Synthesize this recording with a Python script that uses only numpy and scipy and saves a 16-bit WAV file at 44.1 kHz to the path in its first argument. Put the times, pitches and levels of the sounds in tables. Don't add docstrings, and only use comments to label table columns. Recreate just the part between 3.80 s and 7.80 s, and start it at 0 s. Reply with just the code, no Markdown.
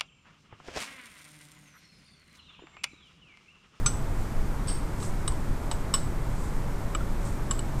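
import sys
import numpy as np
from scipy import signal
from scipy.fft import irfft
from scipy.io import wavfile

SR = 44100
rng = np.random.default_rng(int(sys.argv[2]) if len(sys.argv) > 2 else 0)


def log_audio(samples):
    frames = np.atleast_2d(samples).T
    limited = np.clip(frames, -1, 1)
    pcm = np.round(limited * 32767).astype(np.int16)
    wavfile.write(sys.argv[1], SR, pcm)


N = 176400

# (frequency [Hz], t60 [s])
ROOM_DECAY = [(500, .4), (3000, 0.39), (8000, 0.38), (14000, .22)]
# (frequency [Hz], relative level [dB])
AIR_SPECTRUM = [(8, -3), (16, 4), (35, -1.5), (66, -12.5), (100, -10), (138, -13), (160, -16.5), (195, -17),
                (255, -20.5), (360, -23), (490, -27), (610, -30.5), (900, -28), (1400, -33), (1750, -37),
                (2200, -39), (2750, -45.5), (4300, -48.5), (6500, -49), (8200, -48), (10500, -53.5),
                (14400, -53.5), (14900, -82)]
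# (frequency [Hz], level [dB])
FAN_TONES = [(108, -49), (139, -47.5), (282, -58), (570, -55), (649, -56.5)]
# (peak time [s], rise [s], fall [s], level [dB])
BRUSH_STROKES = [(.41, 0.058, 0.076, -57.5), (1.232, 0.027, 0.058, -43), (2.65, 0.11, .04, -52.5),
                 (2.77, .04, .04, -59), (3.465, 0.034, 0.057, -47.5), (3.995, 0.0074, .03, -47)]
# (frequency [Hz], relative level [dB])
BRUSH_SPECTRUM = [(1000, -6), (3000, -8), (5500, -0.5), (7000, 4.5), (8100, 8), (9200, 2), (11000, -10),
                  (14500, -18)]
# (time [s], relative level [dB], t60 [s])
RIM_SLIPS = [(0.8717, -36.5, 0.029), (0.881, -32.5, .055), (0.8873, -37, 0.066), (.895, -36, .1)]
# (frequency [Hz], relative level [dB])
TICK_SPECTRUM = [(300, 3), (800, -12), (1200, 11), (1800, -1.5), (2400, -3.5), (3000, 2.5), (4000, 0.5),
                 (5200, -0.5), (6500, -4), (7300, -7), (7900, 13.5), (8500, 1.5), (9400, -8), (11000, -22),
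                 (12200, -21), (14500, -32)]
# (frequency [Hz], relative level [dB], t60 [s])
RIM_MODES = [(3070, -8, .05), (4603, -6.5, .08), (4820, -11, .1), (5410, -7, .05), (8510, 0, .11),
             (8430, -3, .08), (8570, -10, .07), (8760, -3, .04)]
POURING_MODES = [(1405, -13.5, 0.14), (2450, -9, 0.03), (3810, -15.5, 0.069), (4340, -13.5, 0.053),
                 (4950, -12, 0.041), (5464, -18, .08), (6134, -4, 0.089), (7550, -13, .08), (8240, -8, .07)]
WALL_MODES = [(2955, -0.5, 0.094), (3710, -9.5, 0.078), (4100, -23, 0.062)]
LIP_MODES = [(5384, 2.5, 0.057), (12000, -15, 0.086), (12720, -16, .06)]
# (time [s], tick level [dB], tick t60 [s], tick tilt [dB/octave], knock level [dB],
# knock frequency [Hz], clack level [dB], clack frequency [Hz], ping level [dB], ping frequency [Hz],
# ping t60 [s], pouring beaker gain [dB], wall gain [dB], lip gain [dB],
# share of t60 left by the grip [ratio], room gain [dB])
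IMPACTS = [ (0.0609, -22.5, 0.064, 0.5, -27, 1210, -35, 3800, -17.5, 7860, 0.07, -14.5, -60, -52, 0.9, -11),
           (1.202, -37, 0.022, -1, -55, 1100, -46, 5600, -60, 8000, .03, -58, -64, -49, .4, -14),
           (1.2260, -34, .04, -6, -48, 1110, -40, 4050, -41, 8200, .04, -60, -54, -50, .5, -13),
           (1.4778, -22, .02, -.5, -35, 1030, -25, 3850, -18, 8150, .042, -55, -37, -39, .6, -13),
           (1.5205, -42, .025, 2, -33, 1020, -45, 4500, -46, 8140, .03, -70, -58, -58, .5, -17),
           (1.9132, -27.5, .055, -1, -26.5, 900, -29, 3820, -38, 8000, .06, -55, -41, -42, 0.65, -16),
           (2.1393, -24, 0.084, -0.5, -21.5, 1096, -24.5, 3880, -15, 7973, 0.071, -55, -25.5, -22, 0.82, -12.5),
           (3.149, -27, 0.045, -6, -26.5, 1264, -27, 2340, -22, 7720, 0.027, -65, -28, -62, 0.35, -21),
           (3.207, -50, .025, -5, -31.5, 1364, -45, 3400, -70, 7700, .03, -75, -65, -75, .5, -20),
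           (3.71, -23.5, 0.03, -1, -26.5, 1090, -30.5, 5200, -12, 7660, 0.018, -58, -31, -50, 0.53, -13.5),
           (3.7916, -35, .02, -3, -49, 1070, -37, 4200, -20.5, 7910, 0.019, -65, -32.5, -62, 0.31, -17), ]

STRIKE_S, KNOCK_RISE_S = 0.00075, 0.00067
KNOCK_T60, CLACK_T60 = 0.055, 0.023
OVERTONE_HZ, OVERTONE_DB, OVERTONE_T60 = 10760, -28, 0.047
TWIN_OFFSET_HZ, TWIN_DB, TWIN_T60 = 220, -19, 0.013
RING_IN_ROOM_DB, SHIMMER_DB, SHIMMER_TILT_DB = -6.5, 3, 5.5


def amp(db):
    return 10 ** (np.asarray(db) / 20)


def unit(x):
    return x / np.sqrt(np.mean(x ** 2) + 1e-20)


def read(points, hz):
    f, value = np.transpose(points)
    return np.interp(np.log(hz + 1), np.log(f + 1), value)


def add(mix, start_s, sound):
    part = mix[round(start_s * SR):][:len(sound)]
    part += sound[:len(part)]


def noise(spectrum, size, tilt_db=0):
    hz = np.fft.rfftfreq(size, 1 / SR)
    octaves = np.log2(np.maximum(hz, 1000) / 1000)
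    gain = amp(read(spectrum, hz) + tilt_db * octaves)
    return unit(irfft(gain * np.exp(2j * np.pi * rng.random(len(hz))), size))


def ring(modes, grip=1, rise=STRIKE_S):
    t = np.arange(SR // 2) / SR
    waves = sum(amp(db - 60 * t / (t60 * grip)) * np.sin(2 * np.pi * hz * t) for hz, db, t60 in modes)
    return waves * (1 - np.exp(-t / rise))


def room(x, delay_s=0.006):
    reflections = rng.choice([-1., 1.], SR) * (rng.random(SR) < .1)
    hz, t, bands = signal.stft(reflections, SR, nperseg=256)
    decay = amp(-60 * t / read(ROOM_DECAY, hz)[:, None])
    tail = signal.istft(bands * decay, SR, nperseg=256)[1]
    tail = np.concatenate([np.zeros(round(delay_s * SR)), tail])
    return signal.fftconvolve(x, tail / np.linalg.norm(tail))[:N]


def ventilation(air_db=-27, tone_width_hz=8.5):
    hz = np.fft.rfftfreq(N, 1 / SR)
    hum = np.zeros(N)
    for centre_hz, db in FAN_TONES:
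        peak = 1 / (1 + (2 * (hz - centre_hz) / tone_width_hz) ** 2)
        phases = np.exp(2j * np.pi * rng.random(len(hz)))
        hum += amp(db) * unit(irfft(peak * phases, N))
    return amp(air_db) * noise(AIR_SPECTRUM, N) + hum


def brushes(grit_db=1.5, grit_s=0.0042):
    t = np.arange(N) / SR
    envelope = sum(amp(db) * np.exp(-np.maximum((peak_s - t) / rise, (t - peak_s) / fall))
                   for peak_s, rise, fall, db in BRUSH_STROKES)
    catches = np.interp(t / grit_s, np.arange(N), rng.standard_normal(N))
    return envelope * unit(amp(grit_db * catches)) * noise(BRUSH_SPECTRUM, N)


def tick(t60, tilt_db):
    blocks = [noise(TICK_SPECTRUM, 512, tilt_db) for _ in range(SR // 1024 + 1)]
    burst = np.concatenate(blocks)[:SR // 2]
    t = np.arange(len(burst)) / SR
    return burst * amp(-60 * t / t60) * (1 - np.exp(-t / STRIKE_S))


def scrape(tick_db=-2, room_db=-5):
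    friction, direct = np.zeros((2, N))
    t = np.arange(SR // 2) / SR
    for start_s, db, t60 in RIM_SLIPS:
        add(friction, start_s, amp(db - 60 * t / t60) * rng.standard_normal(len(t)))
        add(direct, start_s, amp(db + tick_db) * tick(t60, tilt_db=0.7))
    rim = ring(RIM_MODES)
    direct += signal.fftconvolve(friction, rim / np.linalg.norm(rim))[:N]
    return direct + amp(room_db) * room(direct)


def impacts():
    out = np.zeros(N)
    for (start_s, tick_db, tick_t60, tilt_db, knock_db, knock_hz, clack_db, clack_hz,
         ping_db, ping_hz, ping_t60, pour_db, wall_db, lip_db, grip, room_db) in IMPACTS:
        contact = amp(tick_db) * tick(tick_t60, tilt_db)
        knock = ring([(knock_hz, knock_db, KNOCK_T60)], rise=KNOCK_RISE_S)
        clack = ring([(clack_hz, clack_db, CLACK_T60)], rise=KNOCK_RISE_S)
        ping = ring([(ping_hz, ping_db, ping_t60), (OVERTONE_HZ, ping_db + OVERTONE_DB, OVERTONE_T60)])
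        twin = ring([(ping_hz + TWIN_OFFSET_HZ, ping_db + TWIN_DB, TWIN_T60)])
        pouring = amp(pour_db) * ring(POURING_MODES, grip)
        receiving = amp(wall_db) * ring(WALL_MODES, grip) + amp(lip_db) * ring(LIP_MODES, grip)
        direct, shimmer = np.zeros((2, N))
        add(direct, start_s, contact + knock + clack + ping - twin + pouring + receiving)
        add(shimmer, start_s, amp(tick_db + SHIMMER_DB) * tick(tick_t60, tilt_db + SHIMMER_TILT_DB))
        out += direct + amp(room_db) * room(amp(RING_IN_ROOM_DB) * direct + shimmer)
    return out


def scene():
    return (ventilation() + impacts() + scrape() + brushes())[None]


def record(dry, cutoff_hz=14850):
    lowpass = signal.firwin(511, cutoff_hz, window=("kaiser", 9), fs=SR)
    return signal.oaconvolve(dry, lowpass[None], "same")


dry = scene()
out = record(dry)
log_audio(out)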